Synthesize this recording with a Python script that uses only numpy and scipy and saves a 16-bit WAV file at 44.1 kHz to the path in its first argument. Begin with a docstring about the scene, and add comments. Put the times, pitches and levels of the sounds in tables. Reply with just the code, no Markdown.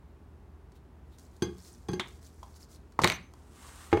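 """A kitchen, one microphone close to a paper-covered stone counter; an appliance hums in the room.
Fingers rub on handle and paper as a steel cleaver is turned in the hand and tapped, its blade ringing.
A leather sheath is picked up and dropped beside it: it slaps down and its buckle rattles and rings.
The cleaver slides over the paper and is set down with a thud. A short room tail follows each contact."""
import sys
import numpy as np
from scipy import signal
from scipy.fft import rfft, irfft, next_fast_len
from scipy.io import wavfile
from scipy.ndimage import map_coordinates

SR = 44100
rng = np.random.default_rng(int(sys.argv[2]) if len(sys.argv) > 2 else 0)


def pcm_store(signal):
    """Save signal as 16-bit PCM."""
    levels = np.round(np.clip(np.atleast_2d(signal), -1, 1) * 32767)
    wavfile.write(sys.argv[1], SR, levels.astype(np.int16).T)


N = 176400
CLOCK = np.arange(N) / SR  # t/s through the scene
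T = np.arange(SR * 3 // 4) / SR  # t/s within one contact
CHATTER_WIDTH, FREE_WIDTH = 0.0054, 0.0007  # relative line width: on the counter, ringing freely


def amp(db):
    """Decibels to gain."""
    return 10 ** (np.asarray(db) / 20)

def unit(x):
    """Scale to rms 1."""
    return x / np.sqrt(np.mean(x ** 2) + 1e-20)

def along(points, hz):
    """Read (f/Hz, value) points on a log frequency axis."""
    freqs, values = np.transpose(points)
    return np.interp(np.log(hz + 1), np.log(freqs + 1), values)

def level(rows):
    """Gain along a (t/s, level/dB) curve, silent before it, held after it."""
    return amp(np.interp(CLOCK, *np.transpose(rows), left=-120))

def strokes(rows):
    """One smooth swell for each (t/s, length/s, level/dB) row."""
    return sum(amp(db) * np.sin(np.pi * np.clip((CLOCK - s) / length, 0, 1)) for s, length, db in rows)

def rise(seconds):
    """A contact builds up with this time constant."""
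    return 1 - np.exp(-T / seconds)

def fade(t60, hold_s=0):
    """Hold, then fall 60 dB every t60 seconds."""
    return np.exp(-np.log(1000) * np.maximum(T - hold_s, 0) / t60)

def dull(hz, dull_hz):
    """A soft contact loses treble above dull_hz."""
    return 1 / np.sqrt(1 + (hz / dull_hz) ** 2)

def wobble(rate):
    """A smooth random curve, rate knots a second."""
    return map_coordinates(rng.standard_normal(8192), [CLOCK * rate], mode="wrap")

def add(track, s, sound):
    """Mix a sound in at time s."""
    part = track[round(s * SR):][:len(sound)]
    part += sound[:len(part)]

def noise(spectrum):
    """Steady coloured noise of rms 1."""
    colour = amp(along(spectrum, np.fft.rfftfreq(N, 1 / SR)))
    return unit(irfft(rfft(rng.standard_normal(N)) * colour, N))

def burst(spectrum, t60, dull_hz=30000):
    """Dense modes dying in roughly t60 seconds; rms 1 if packed into 10 ms."""
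    size = len(T) // 2 * 2
    hz = np.fft.rfftfreq(size, 1 / SR)
    grit = rng.standard_normal(size) * fade(t60)[:size]
    for _ in range(3):  # even out the spectrum, keeping the burst short
        grit = irfft(np.exp(1j * np.angle(rfft(grit)))) * fade(5 * t60)[:size]
    cepstrum = irfft(np.log(amp(along(spectrum, hz)) * dull(hz, dull_hz)))
    causal_colour = np.exp(rfft(2 * cepstrum[:size // 2], size))
    hit = irfft(rfft(grit) * causal_colour, size)
    return np.pad(hit, (0, len(T) - size)) / np.linalg.norm(hit) * np.sqrt(SR / 100)

def ring(modes, width=CHATTER_WIDTH, length=1, dull_hz=30000, damping=lambda hz: 1):
    """Decaying modes, each smeared over its relative width by the chattering contact."""
    out = np.zeros(len(T))
    for hz, db, t60 in modes:
        drift = np.cumsum(rng.standard_normal(len(T))) * np.sqrt(np.pi * width * hz / SR)
        gain = amp(db + rng.normal(0, 1)) * dull(hz, dull_hz) * rng.choice([-1, 1])
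        out += gain * fade(t60 * length) * damping(hz) * np.sin(2 * np.pi * hz * T + drift)
    return out


WALL_DECAY = [(100, 0.5), (400, 0.27), (2500, 0.31), (6000, 0.28), (14000, .22)]  # the kitchen's reverberation (f/Hz, t60/s)
WALL_COLOUR = [(100, -0.5), (500, 1), (3000, -0.5), (6000, -6.5), (14000, -5)]  # its tone at the microphone (f/Hz, level/dB)
def room(direct, wet_db):
    """The direct sound plus a fresh kitchen tail at half the gain of wet_db."""
    hz, t, bands = signal.stft(rng.standard_normal(SR // 2), SR, nperseg=256)
    decay = np.exp(-np.log(1000) * t / along(WALL_DECAY, hz)[:, None])
    colour = amp(along(WALL_COLOUR, hz))[:, None]
    tail = signal.istft(bands * decay * colour, SR, nperseg=256)[1]
    tail *= 1 - np.exp(-np.arange(len(tail)) / SR / 0.0013)
    reflections = signal.fftconvolve(direct, tail / np.linalg.norm(tail))[:len(direct)]
    return direct + amp(wet_db) / 2 * reflections


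ROOM_AIR = [(15, -47.5), (30, -33), (42, -3.5), (72, 3), (100, -12), (170, -8.5), (400, -12.5), (520, -21),
            (900, -21), (2600, -36.5), (3600, -40.5), (5000, -44), (15500, -51)]  # background noise around the microphone (f/Hz, level/dB)
APPLIANCE = [(58, -61.5), (78, -57.5), (120, -66.5)]  # hum tones (f/Hz, level/dB)
def room_tone():
    """Low room noise and a slightly unsteady appliance hum."""
    hum = sum(amp(db) * np.sqrt(2) * np.sin(2 * np.pi * hz * CLOCK + 0.26 * wobble(5.9))
              for hz, db in APPLIANCE)
    return amp(-55.5) * noise(ROOM_AIR) + hum


GRIP_TICKS = [(0.719, -65.5, 4000), (1.1842, -56.5, 20000), (1.194, -58.5, 20000), (1.364, -63, 20000),
              (1.582, -59, 20000), (1.915, -56, 12000), (2.082, -56.5, 12000), (2.2275, -60.5, 9000),
              (2.43, -56.5, 5000), (2.9212, -62.5, 3020), (3.3362, -60, 8960)]  # the grip sticks (t/s, level/dB, dull above f/Hz)
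THUMB_BRUSHES = [(0.742, 0.043, -68.5), (1.105, .07, -70), (1.31, .08, -75), (2.255, 0.028, -65.5)]  # thumb on the handle (t/s, length/s, level/dB)
THUMB_COLOUR = [(2200, -13), (3700, 1), (5000, -9), (15500, -13.5)]  # its soft hiss (f/Hz, level/dB)
GRIP_CREEP = [(1.05, -84), (1.2, -76.5), (1.6, -68), (1.87, -71), (2.2, -71.5), (2.5, -66.5), (2.75, -80.5),
              (3.3, -78.5)]  # skin creeps steadily on the handle (t/s, level/dB)
FINGER_RUBS = [(1.171, 0.11, -68), (1.56, 0.22, -63.5), (1.635, .07, -64), (2.03, 0.17, -70),
               (2.211, 0.084, -63.5), (2.545, 0.041, -61), (2.592, 0.061, -59), (2.684, 0.096, -60)]  # fingers on handle and paper (t/s, length/s, level/dB)
SKIN_COLOUR = [(300, -11.5), (1500, -1.5), (2800, -11), (4400, 0), (6800, 1.5), (9200, -1.5), (10500, -5.5),
               (15500, -8.5)]  # hiss of the rubs and ticks (f/Hz, level/dB)
def fingers():
    """Close handling noise: skin sticks, brushes and rubs on handle and paper."""
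    ticks = np.zeros(N)
    for s, db, dull_hz in GRIP_TICKS:
        add(ticks, s, amp(db) * rise(0.00091) * burst(SKIN_COLOUR, t60=0.03, dull_hz=dull_hz))
    brushes = strokes(THUMB_BRUSHES) * noise(THUMB_COLOUR)
    hiss = unit(noise(SKIN_COLOUR) * amp(2 * wobble(900)))
    friction = amp(-2) * hiss + amp(-6) * skin_catches()
    rubs = (level(GRIP_CREEP) + strokes(FINGER_RUBS)) * friction
    return room(ticks + brushes + rubs, wet_db=-4)

def skin_catches(per_second=260, centre_hz=6300):
    """Skin catches and slips at random; every catch is a tiny, rough, pitched tick."""
    out = np.zeros(N)
    for when, size, pitch in rng.random((round(per_second * N / SR), 3)):
        hz = centre_hz * np.exp(0.48 * (2 * pitch - 1))
        squeak = fade(t60=0.007) * np.sin(2 * np.pi * hz * T)
        add(out, when * N / SR, -np.log(size) * squeak[:SR // 20])
    return unit(out * (1 + wobble(1500)))


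# blade on the counter (t/s, level/dB, dull above f/Hz, ring length factor, thump level/dB)
BLADE_TAPS = [(1.4214, -22.5, 9500, 0.78, -27.5), (1.8849, -31, 4340, 1, -28.5),
              (1.9321, -28.5, 4970, 0.71, -35), (3.928, -29, 1510, 0.6, -28),
              (3.9716, -32.5, 1190, 0.8, -37)]
BLADE_MODES = [(180, -4.5, 0.17), (315, -16, .12), (355, 0.5, .21), (384, -13.5, .13), (817, -15, 0.12),
               (834.5, -10, 0.097), (1098, -19.5, 0.14), (1584, -10, 0.075), (1630, -16.5, .09),
               (2100, -26.5, 0.27), (2170, -31, .14), (2496, -20.5, 0.083), (3244, -17, 0.077),
               (3310, -11, 0.071), (4048, -19, 0.066), (4500, -14.5, 0.085), (4840, -20, 0.19),
               (5880, -21, .07), (6290, -11.5, 0.22), (8080, -15, 0.042), (9480, -16, .06),
               (12930, -28, .15)]  # ring of the steel (f/Hz, level/dB, t60/s)
EDGE_TICK = [(300, -10), (1500, 5.5), (4500, 6.5), (9000, 1), (15000, -10)]  # the cutting edge touches (f/Hz, level/dB)
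COUNTER_THUMP = [(40, -28.5), (80, 3.5), (230, -3.5), (420, 0.5), (560, -22.5), (1200, -19.5), (3000, -46),
                 (15000, -60.5)]  # the stone under the blade (f/Hz, level/dB)
def blade_taps():
    """The edge ticks, the counter thumps and the steel rings until it settles, high modes dying first."""
    out = np.zeros(N)
    settle = lambda hz: fade(t60=0.058 * 6000 / hz, hold_s=0.042)
    for s, db, dull_hz, length, thump_db in BLADE_TAPS:
        steel = ring(BLADE_MODES, CHATTER_WIDTH, length, dull_hz, settle)
        edge = amp(-15) * burst(EDGE_TICK, t60=0.022, dull_hz=dull_hz)
        thump = amp(thump_db) * burst(COUNTER_THUMP, t60=0.14)
        tap = rise(0.0016) * (amp(db) * (steel + edge) + thump)
        add(out, s, room(tap, wet_db=-3.5))
    return out


HEEL_COLOUR = [(60, -14), (190, 5.5), (450, -8), (1020, 1), (1700, -3.5), (2200, 3), (2600, -7), (3600, 3),
               (4700, -13.5), (8500, -18.5), (15500, -40)]  # the blade's heel on stone (f/Hz, level/dB)
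def heel_snap(at_s=1.9962):
    """The cleaver's heel snaps down on the stone."""
    out = np.zeros(N)
    add(out, at_s, room(amp(-29) * burst(HEEL_COLOUR, t60=0.085), wet_db=-5.5))
    return out


SHEATH_KNOCKS = [(2.4296, -38.5), (3.3371, -48.5)]  # the sheath is lifted, and later settles (t/s, level/dB)
SHEATH_MODES = [(768, -9, .05), (926, -1.5, .035), (1020, 0.5, .04), (3300, -12, .025)]  # its hollow body (f/Hz, level/dB, t60/s)
def sheath_knocks():
    """Light hollow knocks; the leather smears its own ring."""
    out = np.zeros(N)
    for s, db in SHEATH_KNOCKS:
        knock = amp(db) * rise(0.00094) * ring(SHEATH_MODES, width=0.06)
        add(out, s, room(knock, wet_db=-3.5))
    return out


EDGE_LANDINGS = [(2.9904, -17), (3.0485, -20.5)]  # the sheath's edge hits the counter (t/s, level/dB)
LEATHER_COLOUR = [(60, -17), (190, -5), (480, -17.5), (780, -5.5), (900, 2), (1100, 1.5), (1550, -15),
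                  (2150, -15), (2800, -27.5), (15000, -42.5)]  # knock of stiff leather (f/Hz, level/dB)
FLAT_LANDINGS = [(2.994, -32, -54), (3.017, -31.5, -36.5), (3.0373, -24.5, -50), (3.046, -26, -38.5),
                 (3.08, -38.5, -40.5), (3.108, -38, -48.5)]  # its flat side flops down (t/s, level/dB, paper level/dB)
SLAP_COLOUR = [(25, -33), (70, -0.5), (120, -0.5), (170, 3.5), (260, -8), (430, -2.5), (1500, -17.5),
               (4000, -27.5), (15000, -48.5)]  # the low slap (f/Hz, level/dB)
COUNTER_MODES = [(172, 0, .06), (351, -3, .1), (627, -7, .06)]  # boom under the sheath (f/Hz, level/dB, t60/s)
PAPER_COLOUR = [(400, -8.5), (2500, -5.5), (4500, 3.5), (7000, 1.5), (9300, -7), (10500, -10.5),
                (15500, -20)]  # crackle of the paper (f/Hz, level/dB)
def sheath_drop():
    """The leather lands edge first, then flops flat: the counter booms and the paper crackles."""
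    out = np.zeros(N)
    for s, db in EDGE_LANDINGS:
        knock = amp(db) * rise(0.0016) * burst(LEATHER_COLOUR, t60=0.013)
        add(out, s, room(knock, wet_db=-9))
    for s, db, paper_db in FLAT_LANDINGS:
        boom = burst(SLAP_COLOUR, t60=0.1) + amp(-3.5) * ring(COUNTER_MODES)
        crackle = burst(PAPER_COLOUR, t60=0.11)
        add(out, s, room(amp(db) * boom + amp(paper_db) * crackle, wet_db=-5.5))
    return out


METAL_HITS = [(3.0358, -25.5, 3810, .03), (3.0432, -17, 8940, 0.019), (3.0744, -25, 24000, 0.015),
              (3.0998, -24.5, 6040, 0.016), (3.119, -35, 6950, 0.028), (3.124, -34, 3480, 0.014),
              (3.917, -45, 1800, 0.079)]  # fittings and steel on stone (t/s, level/dB, dull above f/Hz, t60/s)
CRACK_COLOUR = [(30, -29), (150, -5), (500, -8), (1000, -1), (1600, 0), (2250, 4.5), (2700, -2), (4300, 1),
                (5100, -11.5), (7300, -6.5), (9300, -8.5), (10200, -20.5), (11700, -15.5), (15500, -20.5)]  # the hard contact (f/Hz, level/dB)
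FITTING_MODES = [(970, -7, .13), (2090, -1, .14), (2264, -.5, .2), (2896, -5, .25), (3060, -8, .17),
                 (4095, -11, .24)]  # ring of the fittings (f/Hz, level/dB, t60/s)
def metal_clacks():
    """Metal meets stone: a hard crack fills the room, a faint ring reaches the microphone dry."""
    out = np.zeros(N)
    for s, db, dull_hz, t60 in METAL_HITS:
        crack = rise(0.00046) * burst(CRACK_COLOUR, t60, dull_hz)
        fittings = amp(-19) * ring(FITTING_MODES, FREE_WIDTH, dull_hz=dull_hz)
        add(out, s, amp(db) * (room(crack, wet_db=-4.5) + fittings))
    return out


BUCKLE_CLINKS = [(3.0747, -43, 30000, .08), (3.136, -34, 2000, 0.03), (3.228, -58, 2000, 0.099)]  # the buckle is struck (t/s, level/dB, dull above f/Hz, free ring/s)
BUCKLE_MODES = [(5745, -4.5, 0.17), (6200, 1, 0.34), (9588, -12, .25), (12700, -22.5, .3),
                (13890, -12.5, 0.23)]  # its high ring (f/Hz, level/dB, t60/s)
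def buckle():
    """The buckle rings freely, then dies quickly once it lies on the leather."""
    out = np.zeros(N)
    for s, db, dull_hz, free_s in BUCKLE_CLINKS:
        clink = amp(db) * ring(BUCKLE_MODES, FREE_WIDTH, dull_hz=dull_hz)
        add(out, s, room(clink * fade(t60=0.028, hold_s=free_s), wet_db=-10.5))
    return out


SLIDE_SWELL = [(3.35, -72), (3.5, -70), (3.56, -60.5), (3.67, -54), (3.73, -56.5), (3.81, -53.5),
               (3.91, -58), (3.96, -61.5)]  # hand and cleaver move over the paper (t/s, level/dB)
SLIDE_COLOUR = [(200, -14), (600, -7), (1100, 4), (2000, -5), (5000, -8.5), (8800, -4.5), (10400, -11.5),
                (15500, -19)]  # the paper's swish (f/Hz, level/dB)
def paper_slide():
    """One long, slightly wavering slide, roughened by the paper's tooth."""
    swish = level(SLIDE_SWELL) * noise(SLIDE_COLOUR)
    roughness_db = 0.8 * wobble(60) + 1.5 * wobble(900)
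    return room(swish * amp(roughness_db), wet_db=-4)


HANDLE_LANDINGS = [(3.9274, -14.5), (3.9697, -25)]  # the cleaver is set down (t/s, level/dB)
HANDLE_RING = [(91.7, -7, 0.22), (337.7, 0, 0.089), (433, -2, 0.091), (801, -6, 0.074),
               (1245, -12.5, 0.079), (1715, -13.5, 0.046), (2145, -19.5, 0.085)]  # modes of the thud (f/Hz, level/dB, t60/s)
HANDLE_KNOCK = [(40, -20), (92, -1), (250, -15), (400, -0.5), (700, -4), (2500, -17), (15000, -57)]  # the dry contact (f/Hz, level/dB)
def handle_thuds():
    """The cleaver's weight lands on its handle: a dry knock and a short, low ring."""
    out = np.zeros(N)
    for s, db in HANDLE_LANDINGS:
        thud = ring(HANDLE_RING) + amp(-5.5) * burst(HANDLE_KNOCK, t60=0.05)
        add(out, s, room(amp(db) * rise(0.0016) * thud, wet_db=-5))
    return out


def scene():
    """All sources at one microphone by the counter."""
    mix = room_tone() + fingers() + blade_taps() + heel_snap() + sheath_knocks()
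    mix += sheath_drop() + metal_clacks() + buckle() + paper_slide() + handle_thuds()
    return mix[None]

def record(dry):
    """The microphone channel passes nothing above 15.9 kHz."""
    size = next_fast_len(N + SR // 2)
    passband = np.fft.rfftfreq(size, 1 / SR) < 15900
    return irfft(rfft(dry, size) * passband, size)[:, :N]


dry = scene()
out = record(dry)
pcm_store(out)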